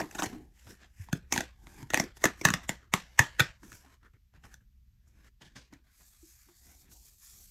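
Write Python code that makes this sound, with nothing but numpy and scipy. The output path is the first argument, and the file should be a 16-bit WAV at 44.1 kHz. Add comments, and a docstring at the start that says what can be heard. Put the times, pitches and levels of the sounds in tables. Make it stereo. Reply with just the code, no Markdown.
"""At a table in a small furnished room, fingers tear the perforated front off a cardboard box, tab by tab.
Each tab is a short noise burst that rings the stiff card, cracks brightly and thumps the panel.
Skin and card rub softly as coloured, grainy noise; now and then fingers knock on small hollow cartons.
Near the end a fingertip slides over the carton tops. Low rumble and a faint hiss lie underneath."""
import sys
import numpy as np
from scipy import signal
from scipy.fft import rfft, irfft
from scipy.io import wavfile
from scipy.ndimage import uniform_filter1d, map_coordinates

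SR = 44100
rng = np.random.default_rng(int(sys.argv[2]) if len(sys.argv) > 2 else 0)


def generate_wav(signal):
    """Clip the signal to [-1, 1] and save it as 16-bit WAV at the path in sys.argv[1]."""
    frames = np.transpose(np.atleast_2d(signal))
    scaled = np.clip(frames, -1, 1) * 32767
    pcm = np.round(scaled).astype(np.int16)
    wavfile.write(sys.argv[1], SR, pcm)


N = 330750
SIDES = np.array([[1], [-1]])  # left, right


def undb(db):
    """Turns decibels into a plain factor."""
    return 10 ** (np.asarray(db) / 20)


def peak(x):
    """Scales a sound so that its highest peak is 1."""
    return x / np.abs(x).max()


def unit(x):
    """Scales a sound to an average (RMS) level of 1."""
    return x / np.sqrt(np.mean(x ** 2))


def add(out, start_s, sound):
    """Mixes a sound into the scene; what lies before the beginning or after the end is cut."""
    start = int(start_s * SR)
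    sound = np.atleast_2d(sound)[:, max(-start, 0):N - start]
    first = max(start, 0)
    out[:, first:first + sound.shape[1]] += sound


def colour(x, table, share=1):
    """Weights the spectrum by (Hz, dB) points, joined by straight lines over log frequency."""
    table_hz, table_db = np.transpose(table)
    length = x.shape[-1]
    hz = np.maximum(np.arange(length // 2 + 1) * SR / length, 1)
    gain_db = np.interp(np.log(hz), np.log(table_hz), table_db)
    return irfft(rfft(x) * undb(share * gain_db), length)


def ring(x, hz, width_hz):
    """A resonance that passes its own pitch with gain 1."""
    return signal.lfilter(*signal.iirpeak(hz, hz / width_hz, fs=SR), x)


def steep(x, hz, width_hz):
    """The same resonance twice, which leaves dark valleys beside it."""
    return ring(ring(x, hz, width_hz), hz, width_hz)


def walk(rate):
    """Wandering random levels, rate new ones a second, smoothed twice; their spread is near 1."""
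    hold = int(SR / rate)
    steps = np.repeat(rng.standard_normal(N // hold + 1), hold)
    return 1.3 * uniform_filter1d(uniform_filter1d(steps, hold), hold)[:N]


def curves(table):
    """Draws each level column against the seconds in the first; outside them it is -120 dB."""
    s, *columns = np.transpose(table)
    return [np.interp(np.arange(N) / SR, s, c, left=-120, right=-120) for c in columns]


# What differs between the two microphone ports.
# Each row: frequency in Hz, level in dB against the sound they share.
PORT_DIFFERENCE = [(300, -10), (1500, -5.5), (2900, -2.5), (3600, -4), (4500, -3), (6900, -11.5),
                   (9000, -1.5), (13000, -3)]


def pair(mid, side):
    """Left and right from two unrelated signals: alike in the bass, further apart in the treble."""
    return mid + SIDES * colour(side, PORT_DIFFERENCE)


def noise(table):
    """Steady stereo noise of a given colour, at an average level of 1."""
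    mid, side = colour(rng.standard_normal((2, N)), table)
    return unit(pair(mid, side))


# Colour of the low rumble. Each row: frequency in Hz, strength in dB per Hz.
HUM_COLOUR = [(15, -39.5), (25, -13), (65, -5.5), (91, -21), (124, -17.5), (160, -35.5), (198, -25.5),
              (254, -39.5), (500, -60), (650, -93), (1100, -120)]
# Loudness of the rumble. Each row: time in seconds, level in dB.
HUM_LEVEL = [(0.0, -67), (0.19, -54.5), (0.6, -63.5), (1.15, -55), (2.28, -56), (2.57, -50), (2.94, -58.5),
             (3.34, -56.5), (4.16, -64), (4.61, -59), (5.22, -60.5), (5.83, -65), (7.33, -63.5), (7.5, -59)]
# Colour of the faint steady hiss. Each row: frequency in Hz, strength in dB per Hz.
AIR_COLOUR = [(290, -38), (500, -10), (659, -9.5), (1790, -4), (6230, -5), (9920, -14), (12700, -3),
              (15600, -12), (16000, -49.5)]
AIR_DB = -82.5


def hum():
    """Low rumble of the house and the table, as noise of changing level, over a faint steady hiss."""
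    hum_db = np.interp(np.arange(N) / SR, *np.transpose(HUM_LEVEL))
    return noise(HUM_COLOUR) * undb(hum_db) + noise(AIR_COLOUR) * undb(AIR_DB)


# Echoes of the room, band by band.
# Each row: centre in Hz, seconds to fade by 60 dB, level in dB.
ROOM_BANDS = [(152, 0.18, -8), (435, 0.13, -4), (1000, 0.18, -12), (1840, 0.12, -19), (3307, 0.14, -13),
              (6600, .12, -18.5), (11200, 0.067, -12.5)]


def room(x):
    """Dense echoes, made of noise that fades band by band, partly different at the two ports."""
    t = np.arange(16384) / SR
    echoes = pair(*rng.standard_normal((2, len(t)))) * (1 - np.exp(-t / 0.00033))
    tail = 0
    for hz, t60, db in ROOM_BANDS:
        fade = 1000 ** (-t / t60)
        tail = tail + undb(db) * ring(echoes, hz, 0.72 * hz) * fade / np.sqrt(np.sum(fade ** 2))
    mono = x.mean(axis=0, keepdims=True)
    return signal.fftconvolve(mono, tail, axes=1)[:, :N]


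PATCH_DB, PATCH_S, PATCH_OCTAVES = 3.5, 0.084, 0.15  # spread in the bass, and size, of the colour patches
PATCH_TOP_HZ = 3520  # around and above this the spread shrinks


def patchy(x):
    """Narrow bands of the rubbing and of the echoes swell and sink at random."""
    hz, s, spectrum = signal.stft(x, SR, nperseg=512)
    grid = np.meshgrid(np.log2(1 + hz / 100) / PATCH_OCTAVES, s / PATCH_S, indexing="ij")
    patches = map_coordinates(rng.standard_normal((64, 256)), grid, mode="mirror")
    spread_db = PATCH_DB / np.sqrt(1 + (hz[:, None] / PATCH_TOP_HZ) ** 2)
    return signal.istft(spectrum * undb(spread_db * patches), SR, nperseg=512)[1][:, :N]


# The freed card rustles on after each snap; the rows are hiss, scrape and panel drone.
# Each row: level in dB against the snap's treble, card ring or thump, seconds to fade by 60 dB.
SETTLE_FADES = [(-31, 0.18), (-30, 0.27), (-15, 0.13)]


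def settling():
    """Levels of three colours dying away after every snap; a bright snap leaves a bright rustle."""
    kicks = np.zeros((3, N))
    for s, db, treble_db, *_, thump_db, _ in SNAP_EVENTS:
        kicks[:, int(s * SR)] += undb([db + treble_db, db, db + thump_db]) ** 2
    levels = []
    for kick, (db, t60) in zip(kicks, SETTLE_FADES):
        power = signal.lfilter([1], [1, -1000 ** (-2 / (t60 * SR))], kick)
        levels.append(undb(db) * np.sqrt(power))
    return np.array(levels)


SCUFF_EDGE_DB, SCUFF_ROUND = -24, 1.136  # level at the ends of swell and fade; 1 pointed, 2 rounded top
HOLLOW_WIDTH, HOLLOW_REF_HZ = .42, 1500  # width as a share of this pitch; higher rings are looser
# Hands shifting on the card, with levels before the grain of the rubbing is added.
# Each row: loudest moment in seconds, swell in seconds, fade in seconds, scrape in dB, hiss in dB,
# panel drone in dB, hollow ring in Hz, hollow ring in dB.
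SCUFF_EVENTS = [(.03, 0.044, 0.095, -91, -64.5, -47, 1020, -53),
                (.22, 0.19, 0.19, -54.5, -53.5, -58, 808, -52),
                (0.348, 0.11, 0.16, -81, -104, -47, 733, -60.5),
                (0.599, 0.1, 0.38, -69, -68, -96, 2110, -70.5),
                (0.703, 0.057, 0.063, -55.5, -56, -50.5, 2030, -64),
                (0.834, 0.07, 0.074, -59, -93, -62, 1700, -76),
                (1.02, 0.11, 0.12, -68.5, -62.5, -79, 1940, -64.5),
                (1.098, 0.04, 0.0063, -66, -84, -58, 1535, -80),
                (1.17, 0.034, 0.026, -79, -66, -71, 1590, -71),
                (1.24, 0.033, 0.09, -90, -101, -65, 1840, -72),
                (1.361, 0.053, 0.081, -48, -45.5, -44, 1570, -57.5),
                (1.694, 0.17, 0.35, -66, -65, -64, 850, -67),
                (1.822, 0.078, 0.015, -55.5, -60, -51.5, 840, -63),
                (2.173, 0.023, 0.022, -61, -56.5, -60.5, 2450, -74),
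                (2.223, 0.032, 0.011, -53.5, -56, -54.5, 978, -76),
                (2.399, 0.056, 0.078, -63, -60, -58.5, 2350, -73.5),
                (2.635, 0.0093, 0.051, -56, -60, -57, 1220, -65),
                (2.828, 0.056, 0.11, -76, -88, -68.5, 1308, -69),
                (3.16, 0.21, 0.41, -64.5, -73, -73.5, 2348, -80),
                (3.371, 0.09, 0.097, -67.5, -76.5, -74, 1680, -70),
                (3.638, 0.023, 0.14, -63.5, -64.5, -57, 1460, -70),
                (3.75, 0.14, 0.11, -68, -57, -73.5, 1495, -68),
                (3.846, .016, .03, -91, -100, -69, 812, -64),
                (3.935, 0.21, 0.059, -67.5, -73, -74, 1064, -66.5),
                (4.058, 0.045, 0.047, -68.5, -78, -59.5, 1450, -60.5),
                (4.145, 0.013, 0.049, -82, -99, -66, 1720, -72),
                (4.349, 0.022, 0.066, -69, -80, -62.5, 1720, -63),
                (4.455, 0.043, 0.08, -63, -66, -58.5, 823, -69),
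                (4.539, 0.072, 0.02, -67.5, -69, -88, 1570, -62.5),
                (4.61, 0.018, 0.04, -95, -91, -70, 1584, -74),
                (5.08, .015, 0.037, -87.5, -73.5, -80, 1682, -95),
                (5.28, 0.27, 0.027, -67.5, -72.5, -67, 1620, -74),
                (5.418, 0.015, 0.13, -58, -89, -57, 3770, -57.5),
                (5.56, 0.0093, 0.12, -55.5, -87, -59.5, 4000, -54.5),
                (5.733, 0.03, 0.088, -65, -88.5, -56.5, 952, -73)]


def scuffs():
    """Each scuff swells and fades: three noise levels, and noise ringing the gap under the hand."""
    t, levels, hollow = np.arange(N) / SR, np.zeros((3, N)), np.zeros((2, N))
    air = pair(*rng.standard_normal((2, N)))
    for s, swell_s, fade_s, scrape_db, hiss_db, drone_db, hz, hollow_db in SCUFF_EVENTS:
        near = slice(max(int((s - 4 * swell_s) * SR), 0), int((s + 4 * fade_s) * SR))
        away = np.maximum((s - t[near]) / swell_s, (t[near] - s) / fade_s)
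        shape = undb(SCUFF_EDGE_DB * away ** SCUFF_ROUND)
        levels[:, near] += undb([[hiss_db], [scrape_db], [drone_db]]) * shape
        width_hz = HOLLOW_WIDTH * hz ** 2 / HOLLOW_REF_HZ
        hollow[:, near] += undb(hollow_db) * shape * unit(steep(air[:, near], hz, width_hz))
    return levels + settling(), hollow


TICKS_PER_S, TICK_S, TICK_DB = 180, 0.0018, -5  # fibres that catch and let go
# Colours of the hiss, the scrape and the panel drone. Each row: frequency in Hz, strength in dB per Hz.
RUSTLE_COLOUR = [(2940, -33), (5000, -5), (7100, -2.5), (9880, -12), (11200, -4), (15800, -17.5),
                 (16100, -50.5)]
SCRAPE_COLOUR = [(290, -45.5), (500, -7.5), (1130, -7.5), (1290, -9), (1710, -0.5), (2180, -6.5),
                 (4800, -14), (5520, -14), (8000, -20), (10400, -37.5), (17600, -120)]
DRONE_COLOUR = [(70, -6.5), (130, 2.5), (350, 0), (500, -11), (900, -38)]


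def rub():
    """Skin on card hisses and scrapes; catches and ticks make it grainy; the panel drones along."""
    catches = undb(.5 * walk(51) + 1.5 * walk(250))
    chance, strength = rng.random((2, N))
    tick_starts = (chance < TICKS_PER_S / SR) * strength ** 2
    ticks = signal.lfilter([1], [1, -np.exp(-1 / (TICK_S * SR))], tick_starts)
    (hiss, scrape, drone), hollow = scuffs()
    bright = hollow + hiss * noise(RUSTLE_COLOUR) + scrape * noise(SCRAPE_COLOUR)
    return catches * (bright * (1 + undb(TICK_DB) * ticks) + drone * noise(DRONE_COLOUR))


SKIN_DRIFT_DB, SKIN_PAN_DB = 2, -3  # each band comes and goes; left minus right
CARTON_DB = 2.5  # carton drone against the lid rub
# Colours of the hiss and of the lid rub. Each row: frequency in Hz, strength in dB per Hz.
HISS_COLOUR = [(1470, -47), (2500, -16.5), (4080, -8.5), (6970, 0), (8870, -6), (9660, -12.5),
               (11000, -2.5), (13900, -5), (15700, -13.5), (16100, -43)]
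LID_COLOUR = [(400, -14), (720, 2.5), (1000, -5), (1400, -16.5)]
# Bands in which the skin catches. Each row: centre in Hz, width in Hz, level in dB before it drifts.
SKIN_BANDS = [(1250, 600, -6.5), (1750, 1200, 6), (2300, 1100, -4.5), (3170, 1300, -2)]
# One finger drawn over the carton tops, with levels before they flicker.
# Each row: time in seconds, hiss in dB, scrape of the skin in dB, lid rub in dB.
SLIDE_LEVELS = [(5.84, -81.5, -76, -85), (5.974, -66, -73.5, -92), (6.0, -62.5, -70, -76.5),
                (6.182, -64.5, -74, -93), (6.334, -60.5, -72.5, -85.5), (6.436, -61.5, -81, -102),
                (6.486, -66, -75, -71.5), (6.556, -64.5, -73.5, -88.5), (6.672, -62.5, -75.5, -73),
                (6.81, -59, -83, -76), (6.884, -76, -74, -69.5), (6.922, -56.5, -82, -69.5),
                (6.994, -62, -84, -80), (7.064, -58, -73, -78.5), (7.162, -65.5, -84, -87),
                (7.23, -56, -74.5, -100), (7.406, -58.5, -72, -72), (7.5, -59.5, -76, -93)]


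def slide():
    """A fingertip on glossy lids: a more even hiss, while the lower colours come and go."""
    hiss_db, skin_db, lid_db = curves(SLIDE_LEVELS)
    air = pair(*rng.standard_normal((2, N)))
    bands = [undb(db + SKIN_DRIFT_DB * walk(11)) * steep(air, hz, w) for hz, w, db in SKIN_BANDS]
    skin = unit(sum(bands)) * undb(SIDES * SKIN_PAN_DB / 2)
    # sound, level in dB, flicker in dB
    layers = [(noise(HISS_COLOUR), hiss_db, 1.5),
              (skin, skin_db, 2.5),
              (noise(LID_COLOUR), lid_db, 3.3),
              (noise(DRONE_COLOUR), lid_db + CARTON_DB, 3.2)]
    grain = undb(1.2 * walk(300))
    return grain * sum(undb(db + flicker * walk(33)) * sound for sound, db, flicker in layers)


PANEL_SAG, PANEL_SAG_CYCLES = 0.25, 0.35  # share by which the pitch starts high, and for how many swings


def thud(hz, t60, t, swell_s):
    """A panel is pushed and swings out, its pitch sagging; part of the swing dies much sooner."""
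    turns = hz * t + PANEL_SAG * PANEL_SAG_CYCLES * (1 - np.exp(-hz * t / PANEL_SAG_CYCLES))
    slow_fade = 1000 ** (-t / t60)
    quick_fade = 1000 ** (-t / (0.14 * t60))
    swell = (1 - np.exp(-t / swell_s)) ** 2
    return np.sin(2 * np.pi * turns) * (slow_fade + undb(-2.5) * quick_fade) * swell


CARTON_SWELL_S, CARTON_T60_S = 0.0042, 0.078  # how fast the boom gathers, and its time to fade by 60 dB
# Fingers that knock on cartons.
# Each row: start in seconds, peak of the boom in dB, click in dB against the boom,
# pitch the carton settles at in Hz, fade of the contact in ms (to about a third).
TAP_EVENTS = [(0.327, -35, -9.5, 250, 28), (0.353, -39, -14, 302, 3.7), (0.667, -49, 3.5, 100, 16),
              (0.997, -36.5, -49, 90.7, 9.8), (3.631, -52, 5.5, 288, 4.3), (3.861, -58, 7.5, 265, 11),
              (4.03, -62.5, 9.5, 95, 5.9), (4.135, -56.5, -5.5, 110, 6), (4.338, -63.5, 5, 101.3, 6.4),
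              (4.373, -59.5, -6, 151, 7.2), (4.438, -56, 9.5, 100, 13), (5.072, -61, -8, 98.3, 6.3),
              (5.41, -62, 6.5, 180, 33), (5.555, -53, 3, 268, 10), (5.727, -50.5, 2.5, 279, 7),
              (6.008, -68, 7, 152.3, 7.2), (6.228, -51.5, -22, 329, 7), (6.485, -59, 1, 347.4, 13),
              (6.914, -61, 2, 97.4, 9.4)]


def taps():
    """A fingertip booms a hollow carton; the contact adds a dull, grainy scuff of ringing noise."""
    out, t = np.zeros((2, N)), np.arange(8192) / SR
    for s, db, click_db, hz, ms in TAP_EVENTS:
        touch = rng.standard_normal(len(t)) * (1 - np.exp(-t / 0.00029)) * np.exp(-t * 1000 / max(ms, .3))
        click = ring(touch, 1380, 550) + undb(-29) * ring(touch, 5400, 2000) + undb(0.5) * ring(touch, 980, 340)
        boom = thud(hz, CARTON_T60_S, t, CARTON_SWELL_S)
        add(out, s, undb(db) * (peak(boom) + undb(click_db) * peak(click)))
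    return out


LEAD_S = .02  # the faint noise begins this long before the burst
LEAD_IN_DB, LEAD_IN_S = -21, .007  # faint noise that swells into the burst
FRAY_DB, FRAY_S = -24, .008  # loose fibres after the break
RISE = .7  # swell of the burst against its fade
GRIT_DB, GRIT_S = 1, .0004  # spread and length of the single fibres in the burst
FIRST_DB, CRACK_FIRST_DB = 17, 3.5  # the main break, for the card ring and for the crack
SNAP_SIDE_DB = -14.5  # a snap is close and small: the ports hear it more alike
CARD_WIDTH_HZ = 410
MODE_SHIFT, MODE_SPREAD_DB = .07, 3  # random spread of mode pitch (as a share) and level
PANEL_LATE, PANEL_SWELL = .35, .5  # swings that pass before the panel moves, and while it gathers way
PANEL_CYCLES = 4.7  # swings until the panel has faded by 60 dB
# Side modes of the card, then the bright crack of fibres, before their random spread.
# Each row: centre in Hz, width in Hz, level in dB.
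CARD_MODES = [(597, 490, -14.5), (2487, 570, -13.5), (3500, 1100, -22.5)]
FIBRE_MODES = [(6018, 1000, 12), (8400, 920, -8), (11200, 3900, -8.5)]
# Perforation tabs and card edges that give way.
# Each row: moment of the break in seconds, peak of the card ring in dB, treble crack in dB against it,
# card ring in Hz, second ring in Hz, second ring in dB before the ring is scaled, fade of the burst in ms
# (at least 0.2 is used), thump in dB against the card ring, pitch the panel settles at in Hz.
SNAP_EVENTS = [(0.002, -22, -8.5, 1710, 750, 4.5, 3.8, -6, 290),
               (0.0142, -26, -17, 1850, 2300, -7.5, 1.7, 0, 268),
               (0.1118, -41, 0.5, 1720, 2570, -7.5, 1.6, -14, 340),
               (0.151, -32.5, -4, 1640, 775, -1, 3.4, -4, 260),
               (0.186, -32.5, -4.5, 1020, 3730, 0, 4.5, -9.5, 302),
               (0.191, -24, -10, 1570, 810, -2, 3.6, -5.5, 278),
               (0.198, -30, 1, 1020, 1630, 1, 4.3, -7, 320),
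               (0.223, -17, -20, 800, 4020, -24, 1.1, -12, 314),
               (0.232, -28.5, 1.5, 1580, 990, -8, 2.3, 0, 254),
               (0.2395, -27.5, -0.5, 2130, 726, 3.5, 4.8, 0.5, 343),
               (0.26, -32, -2.5, 2250, 4320, -6, 2.5, -12, 110),
               (1.087, -40, -31.5, 920, 1810, -7, 1.4, -22, 151),
               (1.129, -21.5, -7, 1546, 3630, -12, 1.3, 0.5, 155),
               (1.3247, -15, 0, 2300, 985, -1.5, 1.7, -15.5, 238),
               (1.338, -22.5, -0.5, 2190, 1000, -14, 1.8, -9.5, 267),
               (1.362, -21.5, -13, 1850, 900, 2, 1, -21, 280),
               (1.378, -10, -12, 1680, 3000, -19, 0.18, -16, 208.5),
               (1.387, -30, -12.5, 780, 2140, 1.5, 3.1, -23, 237),
               (1.407, -17.5, -13, 1750, 5370, -18.5, 1.6, -16, 255),
               (1.67, -39, -22, 840, 1970, -2, 0.61, -12.5, 270),
               (1.828, -39.5, -8, 810, 1529, -3.5, 1.7, 0, 134),
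               (1.904, -24.5, -6.5, 1910, 1356, -9, 1.7, -13, 303.6),
               (1.9361, -15, -12.5, 1990, 766, -2.5, 0.51, -11.5, 360.5),
               (1.944, -6.5, -6, 1810, 755, -8.5, 0.33, -20, 246),
               (1.9746, -14, -2.5, 1930, 907.6, -1, .5, -12, 265),
               (1.9993, -13, -3, 2060, 780, 0, 1.35, -7.5, 220),
               (2.039, -37.5, 1.5, 1890, 892, -7, 2, 4.5, 355.5),
               (2.17, -44.5, -1.5, 1847, 860, -2, 0.83, -12, 108.5),
               (2.241, -10, -4, 2020, 1016, 2, 1.8, -5, 354.4),
               (2.255, -10, -7, 1810, 1087, -7, 1.75, -10, 219.7),
               (2.4137, -29.5, -5.5, 2270, 884, -5, 2.3, -0.5, 344.6),
               (2.452, -4, -5, 1810, 990, -4.5, 1.85, -13.5, 157.9),
               (2.473, -22, -11, 1750, 1140, -2, 2.8, -7.5, 250.7),
               (2.4866, -13.5, -16, 1750, 1160, -10, 1.1, -12, 184.3),
               (2.504, -15.5, -3, 1670, 1097, 1.5, 0.44, -7, 190),
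               (2.5386, -11, -10, 1995, 1170, -5.5, 1.33, -14, 175),
               (2.693, -13.5, -6.5, 2050, 1046, -2.5, 0.49, -15, 195),
               (2.9383, -6, -6, 2090, 1118, -4.5, 0.78, -14.5, 177),
               (3.192, -3, -8, 1795, 952, -6.5, 1.83, -20.5, 142.2),
               (3.194, -10, -3, 905, 2045, 4, 0.65, -6, 127.7),
               (3.397, -7, -15.5, 1660, 3550, -15.5, 2.46, -25, 134.9),
               (3.4031, -7.5, -12.5, 1500, 3760, -1, 1.2, -14, 129.6),
               (3.405, -13.5, -15.5, 2300, 765, -4.5, 1.6, -14, 127.7),
               (3.719, -38.5, -8, 1640, 1210, 1, 0.81, -13, 284),
               (3.729, -36.5, -7, 1658, 2850, -24, .5, -15, 101.7),
               (4.454, -48.5, -8, 1250, 1990, -3, 2.5, -26, 170),
               (4.5416, -43.5, 1.5, 1637, 3660, -3, 0.71, -16, 149.5),
               (5.726, -57, -4.5, 2347, 4900, 2, 1.8, 7, 273.3),
               (5.7366, -47, -2.5, 2030, 4120, 0, 1.2, -20, 278)]


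def snaps():
    """A faint noise swells into each gritty burst, which rings the card; the panel swings back."""
    out, t = np.zeros((2, N)), np.arange(8192) / SR - LEAD_S
    lead_in = undb(LEAD_IN_DB) * np.exp(-abs(t) / LEAD_IN_S)
    loose = undb(FRAY_DB) * np.exp(-abs(t) / FRAY_S)
    around = np.where(t < 0, lead_in, loose) * np.minimum(np.arange(len(t)) / 200, 1)
    first = np.arange(len(t)) == int(LEAD_S * SR)  # a single click at the break
    fibre = (np.arange(len(t)) / (GRIT_S * SR)).astype(int)  # which fibre is parting
    base_modes = np.concatenate([CARD_MODES, FIBRE_MODES])
    for s, db, treble_db, hz, second_hz, second_db, ms, thump_db, panel_hz in SNAP_EVENTS:
        age = t * 1000 / max(ms, .2)
        mid, side, grit = rng.standard_normal((3, len(t)))
        swell_and_fade = np.where(age < 0, np.exp(-(age / RISE) ** 2), (1 + age) * np.exp(-age))
        level = undb(GRIT_DB * grit[fibre]) * swell_and_fade + around
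        burst = pair(mid * level, undb(SNAP_SIDE_DB) * side * level)
        tear = burst + undb(FIRST_DB) * first
        fray = burst + undb(CRACK_FIRST_DB) * first

        # random spread of mode pitch and level, so no two snaps ring alike
        pitch_draw, level_draw = rng.standard_normal((2, len(base_modes)))
        modes = base_modes.astype(float)
        modes[:, 0] *= 1 + MODE_SHIFT * pitch_draw
        modes[:, 2] += MODE_SPREAD_DB * level_draw
        card_modes, fibre_modes = modes[:len(CARD_MODES)], modes[len(CARD_MODES):]

        card = steep(tear, hz, CARD_WIDTH_HZ) - undb(second_db) * steep(tear, second_hz, CARD_WIDTH_HZ)
        card = card + sum(undb(g) * ring(tear, f, w) for f, w, g in card_modes)
        crack = sum((-1) ** k * undb(g) * ring(fray, f, w) for k, (f, w, g) in enumerate(fibre_modes))
        panel_age = np.maximum(t - PANEL_LATE / panel_hz, 0)
        thump = thud(panel_hz, PANEL_CYCLES / panel_hz, panel_age, PANEL_SWELL / panel_hz)
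        snap = peak(card) + undb(treble_db) * peak(crack) + undb(thump_db) * peak(thump)
        add(out, s - LEAD_S, undb(db) * snap)
    return out


def scene():
    """Snaps and taps with their echoes, the rubbing and the slide, over the hum."""
    hits = snaps() + taps()
    soft = room(hits) + rub() + slide()
    return hits + patchy(soft) + hum()


# Left minus right of the two microphone ports. Each row: frequency in Hz, difference in dB.
PORT_BALANCE = [(60, -0.5), (200, -1), (700, -1.5), (1500, 0), (1900, -1), (2450, -5.5), (3000, -2),
                (3700, 0), (4400, -1), (7000, 0)]
# Rippling left-right phase that spreads the top treble.
# Each row: frequency in Hz, largest phase difference in radians.
TREBLE_SPREAD = [(9500, 0), (11500, .4), (12500, 1.7)]
RIPPLE_HZ = 700  # spacing of the ripples in Hz
# Colour of the microphone. Each row: frequency in Hz, gain in dB.
MICROPHONE_COLOUR = [(8700, 0), (9700, -2.5), (10700, 0), (14500, 0.5), (16400, -10.5)]
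TOP_HZ = 16500


def record(dry):
    """Two ports differ in colour; the top treble is spread, loud peaks are rounded, the top is cut."""
    left, right = colour(dry[0], PORT_BALANCE, share=.5), colour(dry[1], PORT_BALANCE, share=-.5)
    hz = np.arange(N // 2 + 1) * SR / N
    phase = np.interp(hz, *np.transpose(TREBLE_SPREAD)) * np.sin(2 * np.pi * hz / RIPPLE_HZ)
    ports = irfft(rfft(np.array([left, right])) * np.exp(.5j * SIDES * phase), N)
    ports = colour(ports, MICROPHONE_COLOUR)
    rounded = .95 * np.tanh(ports / .95)
    top_cut = signal.ellip(10, .2, 70, TOP_HZ, fs=SR, output="sos")
    return signal.sosfilt(top_cut, rounded)


dry = scene()
out = record(dry)
generate_wav(out)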